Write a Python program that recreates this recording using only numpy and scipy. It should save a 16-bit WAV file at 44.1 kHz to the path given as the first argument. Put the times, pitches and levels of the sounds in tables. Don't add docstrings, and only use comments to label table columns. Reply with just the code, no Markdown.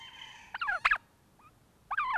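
import sys
import numpy as np
from scipy import signal
from scipy.fft import rfft, irfft
from scipy.io import wavfile

SR = 44100
rng = np.random.default_rng(int(sys.argv[2]) if len(sys.argv) > 2 else 0)


def wav_record(signal):
    frames = np.transpose(np.atleast_2d(signal))
    bounded = np.clip(frames, -1, 1)
    quanta = np.round(bounded * 32767).astype(np.int16)
    wavfile.write(sys.argv[1], SR, quanta)


N = 96049
EDGE_HZ = 13600


def amp(db):
    return 10 ** (np.asarray(db) / 20)


def evened(x):
    return x / np.sqrt(np.mean(x ** 2) + 1e-20)


def read(points, hz):
    frequency, value = np.transpose(points)
    return np.interp(np.log(hz + 1), np.log(frequency + 1), value)


def curves(rows):
    time, *columns = np.transpose(rows)
    t = np.arange(time[0], time[-1], 1 / SR)
    return time[0], [np.interp(t, time, column) for column in columns]


def add(mix, start, sound):
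    part = mix[max(round(start * SR), 0):][:len(sound)]
    part += sound[:len(part)]


def noise(spectrum):
    gain = amp(read(spectrum, np.fft.rfftfreq(N, 1 / SR)))
    return evened(irfft(rfft(rng.standard_normal(N)) * gain, N))


def wander(hz):
    rolloff = 1 + (np.fft.rfftfreq(N, 1 / SR) / hz) ** 4
    return evened(irfft(rfft(rng.standard_normal(N)) / rolloff, N))


# harmonic_number, level_db
SYRINX_HARMONICS = [(1, 3), (2, -6.5), (3, -18), (4, -27), (5, -39.5), (7, -35.5), (12, -36)]
JITTER, SHIMMER, FLUTTER_HZ = .06, .8, 463


def voice(hz, rough, throat, overtones_db=0, harmonics=SYRINX_HARMONICS):
    n = len(hz)
    unsteady_hz = hz * (1 + JITTER * rough * wander(FLUTTER_HZ)[:n])
    phase = 2 * np.pi * np.cumsum(unsteady_hz) / SR
    k = np.arange(1, 13)[:, None]
    level_db = read(harmonics, k) + read(throat, k * hz) + overtones_db * (k > 1)
    weight = amp(level_db) * (k * hz < EDGE_HZ)
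    tone = (weight * -np.cos(k * phase)).sum(0) / np.sqrt((weight ** 2).sum(0) / 2)
    return tone * (1 + SHIMMER * rough * wander(FLUTTER_HZ)[:n])


# frequency_hz, t60_s
YARD_DECAY = [(200, .7), (900, 0.97), (2000, .7), (4000, 0.69), (6000, .22), (14000, 0.21)]


def yard(x):
    echoes_per_s, first_echo_s = 2000, .008
    taps = rng.standard_normal(SR) * (rng.random(SR) < echoes_per_s / SR)
    taps *= np.arange(SR) > first_echo_s * SR
    hz, t, spectra = signal.stft(taps, SR, nperseg=256)
    decay = amp(-60 * t / read(YARD_DECAY, hz)[:, None])
    tail = signal.istft(spectra * decay, SR, nperseg=256)[1]
    return signal.fftconvolve(x, tail / np.linalg.norm(tail))[:N]


# frequency_hz, relative_level_db
AIR_SPECTRUM = [(20, -9), (55, -2), (90, -3), (200, -5), (320, -9.5), (600, -14.5), (900, -15),
                (1400, -18.5), (2200, -25), (3600, -26.5), (5000, -29), (13000, -30.5)]
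AIR_DB = -64.5
# frequency_hz, width_hz, level_db
MACHINE_HUM = [(114.6, 60, -74), (208, 15, -78.5)]


def background():
    t = np.arange(N) / SR
    hum = np.zeros(N)
    for hz, width, db in MACHINE_HUM:
        hum += amp(db) * evened(wander(width / 2) * np.cos(2 * np.pi * hz * t))
    return amp(AIR_DB) * noise(AIR_SPECTRUM) + hum


# time_s, pitch_hz, level_db
CRY_COURSE = [(.64, 820, -71), (.68, 845, -64.5), (.725, 854, -65.5), (.745, 846, -56.5), (.785, 846, -59),
              (.806, 870, -57), (.816, 931, -57.5), (.85, 929.5, -62.5), (.92, 940, -63), (.95, 923.5, -64)]
# frequency_hz, relative_level_db
CRY_SPECTRUM = [(850, 2.5), (1850, -0.5), (2800, -3), (3500, -9.5), (4270, 4.5), (4700, -12.5), (5100, -19),
                (5900, -4.5), (6800, -13.5), (8500, -16.5), (9300, -6.5), (10500, -29.5)]
CRY_WET_DB = -7


def far_cry(rough=0.073):
    out = np.zeros(N)
    start, (hz, db) = curves(CRY_COURSE)
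    add(out, start, amp(db) * voice(hz, rough, CRY_SPECTRUM, harmonics=[(1, 0), (12, -1)]))
    return out + amp(CRY_WET_DB) * yard(out)


# start_s, length_s, first_pitch_hz, last_pitch_hz, level_db
LEAD_SYLLABLES = [(0, 0.076, 1049, 1022, -47), (.064, 0.033, 1046, 710, -53.5),
                  (0.117, 0.033, 1020, 995, -66.5), (0.131, 0.038, 1060, 1016, -52),
                  (0.166, 0.028, 834, 797, -54), (0.185, 0.018, 1103, 947, -49.5),
                  (0.213, 0.014, 1070, 981, -42.5), (0.237, 0.014, 1062, 996, -45),
                  (0.27, 0.012, 1044, 980, -50), (0.297, 0.02, 1037, 978, -51)]
# frequency_hz, relative_level_db
LEAD_THROAT = [(600, -18.5), (850, -6), (1030, -7), (1250, 3), (1600, 14.5), (2050, 8), (2450, 24.5),
               (3100, 28.5), (3600, 7.5), (4200, 4.5), (4700, 11), (5300, 12.5), (6100, 14), (7200, 6.5),
               (9000, -13), (12000, 5)]
# time_s, pitch_hz, level_db
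FLOCK_COURSE = [(0, 990.6, -52), (.11, 969.4, -64), (.18, 943.6, -56.5), (.31, 916.7, -55.5),
                (.39, 842, -55.5), (.47, 836, -60.5), (.54, 787, -71)]
# frequency_hz, relative_level_db
FLOCK_RESONANCES = [(600, -26.5), (850, -6), (1020, 3), (1250, -15), (1620, 2.5), (1900, 6.5), (2400, 25.5),
                    (2750, 8), (3100, 21.5), (3600, 9.5), (4200, 16), (4700, 27.5), (5300, 15.5),
                    (6100, 29.5), (7200, 18.5), (8500, 9), (12000, 2.5)]
WARBLE_HZ, WARBLE_SWING, WARBLE_DEPTH = 32, .08, 0.45
LEAD_ROUGH, FLOCK_ROUGH = 0.1, .18
LEAD_WET_DB, FLOCK_WET_DB = -7.5, -5


def far_gobble(count=2):
    lead, flock = np.zeros((2, N))
    for start, length, first_hz, last_hz, db in LEAD_SYLLABLES:
        progress = np.linspace(0, 1, round(length * SR))
        swell = np.sqrt(abs(np.sin(np.pi * progress)))
        pitch = first_hz + (last_hz - first_hz) * progress
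        add(lead, start, amp(db) * swell * voice(pitch, LEAD_ROUGH, LEAD_THROAT))
    start, (hz, db) = curves(FLOCK_COURSE)
    n = len(hz)
    for _ in range(count):
        warble_hz = WARBLE_HZ * (1 + 0.13 * wander(12)[:n])
        beat = 2 * np.pi * (rng.random() + np.cumsum(warble_hz) / SR)
        pitch = hz * (1 + WARBLE_SWING * np.cos(beat) + 0.051 * wander(25)[:n])
        throb = 1 + WARBLE_DEPTH * np.sin(beat)
        bird = voice(pitch, FLOCK_ROUGH, FLOCK_RESONANCES)
        add(flock, start, amp(db) * throb * bird / np.sqrt(count))
    return lead + flock + yard(amp(LEAD_WET_DB) * lead + amp(FLOCK_WET_DB) * flock)


# start_s, level_db
TICK_TIMES = [(.961, -51.5), (1.954, -61.5)]
# frequency_hz, relative_level_db
TICK_SPECTRUM = [(2000, -18.5), (4500, -2), (7000, -4), (11000, 1.5), (13000, -9)]
TICK_S = 0.0014


def ticks():
    out, t = np.zeros(N), np.arange(SR // 100) / SR
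    for start, db in TICK_TIMES:
        add(out, start, amp(db) * np.exp(-t / TICK_S) * noise(TICK_SPECTRUM)[:len(t)])
    return out


# time_s, pitch_hz, level_db, roughness (0-1), overtones_db
NEAR_CALLS = [
    [(.542, 628, -54, .3, -16), (.547, 820, -31.5, 0, -8.5), (.553, 1006, -34.5, 0.12, 6),
     (.556, 1439, -38, .2, 8.5), (.562, 1507, -34, 0, 6), (.571, 1596, -58, 0.04, 15),
     (.574, 2337, -62, .02, 11), (.586, 2469, -62.5, 0.1, 33), (.597, 2324, -52.5, 0.1, 17.5),
     (.612, 1749, -51.5, 0.14, 14.5), (.617, 1398, -30.5, .06, 8.5), (.626, 1394, -29, 0.1, 5),
     (.644, 1126, -37.5, 0.07, -6.5), (.654, 1171, -36, 0, -1), (.668, 1098, -37, 0.1, -19),
     (.678, 859, -37.5, 0.11, -3.5), (.694, 827, -25, 0.07, 2.5), (.711, 788, -35, 0.1, -6),
     (.724, 700, -28.5, 0.1, 3), (.742, 768, -34.5, 0.13, -7), (.753, 709.6, -28.5, 0, 3),
     (.768, 648, -37, 0.1, -1), (.79, 543, -54.5, 0.2, -1.5)],
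    [(.844, 592, -50, 1, -3), (.851, 922.5, -31.5, .6, 4.5), (.858, 1161, -15.5, 0.25, 9.5),
     (.866, 1429, -25.5, .3, 7), (.870, 1940, -22, 0, -9), (.876, 2384, -31, 0.35, 6),
     (.892, 2701, -43, 0.3, -4), (.901, 2409, -38, 0.29, 9), (.906, 2164, -39, 0.25, -8.5),
     (.912, 1665, -22.5, 0.1, -14.5), (.922, 1695, -20, 0.03, 2.5), (.927, 1408, -30.5, 0.08, -1.5),
     (.931, 1295, -24, 0.1, 5), (.943, 1199, -30, 0.05, 1.5), (.952, 1009, -38, 0.16, 2.5),
     (.958, 792, -29.5, 0, 2), (.964, 659, -40, 0.38, -7), (.974, 558, -68.5, .3, 3)],
    [(1.39, 727, -62.5, 0.2, -17.5), (1.397, 866, -57, .1, -23.5), (1.414, 1212, -64.5, 0.14, 0),
     (1.43, 1275, -62, 0.14, 0.5), (1.448, 1187, -58, .05, 0), (1.472, 1255, -54.5, 0.14, -1),
     (1.492, 1342, -64.5, .05, -0.5), (1.499, 1366, -79.5, .05, -1.5)],
    [(1.905, 687, -54, 0.07, -21), (1.913, 772.6, -31.5, 0.1, -15), (1.918, 863, -32.5, 0, -28.5),
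     (1.922, 1078, -31.5, 0, -8), (1.934, 1198, -31, 0.05, -5.5), (1.947, 1305, -36.5, 0.08, -9),
     (1.953, 1431, -62.5, 0.2, -5), (1.971, 1695, -61.5, 0.15, -5), (1.977, 1664, -29.5, 0, 4.5),
     (1.982, 1573, -28, 0.1, -5), (1.988, 1574, -24, 0, -4.5), (1.993, 1366, -32.5, 0.15, -2.5),
     (1.996, 1250, -28.5, 0, 1.5), (2.003, 1199, -29.5, 0.1, 1.5), (2.026, 1184, -31.5, .02, -1),
     (2.053, 991, -35, 0.1, -4), (2.066, 1052, -34.5, .04, 2), (2.078, 982, -34, .02, -5),
     (2.091, 1062, -32.5, 0.05, -3), (2.1, 1001, -32.5, 0, 1), (2.109, 1150, -29.5, 0.07, -2.5),
     (2.122, 1002, -34.5, 0, 3.5), (2.132, 1031, -32, 0, -10), (2.14, 860, -31.5, 0.17, -6.5),
     (2.153, 894.3, -28.5, 0, -11), (2.162, 724, -26, 0.06, 3.5), (2.168, 709, -30, 0.05, -3),
     (2.18, 706, -27, 0, 1)],
]
# frequency_hz, relative_level_db
NEAR_THROAT = [(500, -14), (720, -10), (860, -8), (1050, -2), (1250, 3), (1430, 8), (1660, 13), (1850, 2),
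               (2080, -5), (2400, 3), (2800, 4), (3150, -2), (3700, -2), (4200, 0), (4900, -12),
               (5500, -27), (7000, -22), (9500, -26), (13000, -38)]
# frequency_hz, relative_level_db
RASP_SPECTRUM = [(200, -22.5), (500, -29.5), (900, -11), (1700, 0.5), (2600, 0.5), (4000, -11.5),
                 (5000, -13), (5800, -22), (8000, -18), (11000, -32), (13000, -46.5)]
# frequency_hz, relative_level_db
PUFF_SPECTRUM = [(10, -7), (30, 6), (55, -16), (110, -23.5), (250, -37), (600, -65.5)]
# frequency_hz, width_hz, level_db
CALL_RINGS = [(850, 5.7, -10.5), (1390, 23, -22), (1560, 27, -29)]
RASP_DB, PUFF_DB = -4, -27.5
ATTACK_S, NEAR_WET_DB = 0.00067, -42


def near_turkey():
    out = np.zeros(N)
    for rows in NEAR_CALLS:
        start, (hz, db, rough, overtones_db) = curves(rows)
        n, rough = len(hz), np.clip(rough, 0, 1)
        rasp = amp(RASP_DB) * rough ** 1.02 * noise(RASP_SPECTRUM)[:n]
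        puff = amp(PUFF_DB) * noise(PUFF_SPECTRUM)[:n]
        attack = np.minimum(np.arange(n) / (ATTACK_S * SR), 1)
        tone = voice(hz, rough, NEAR_THROAT, overtones_db)
        add(out, start, amp(db) * attack * (tone + rasp + puff))
    ring = np.zeros(N)
    for hz, width, db in CALL_RINGS:
        ring += amp(db) * signal.lfilter(*signal.iirpeak(hz, hz / width, SR), out)
    return out + ring + amp(NEAR_WET_DB) * yard(out)


def scene():
    return (background() + far_cry() + far_gobble() + ticks() + near_turkey())[None]


def record(dry):
    lowpass = signal.firwin(511, EDGE_HZ, window=("kaiser", 9), fs=SR)
    return signal.oaconvolve(dry, lowpass[None], "same")


dry = scene()
out = record(dry)
wav_record(out)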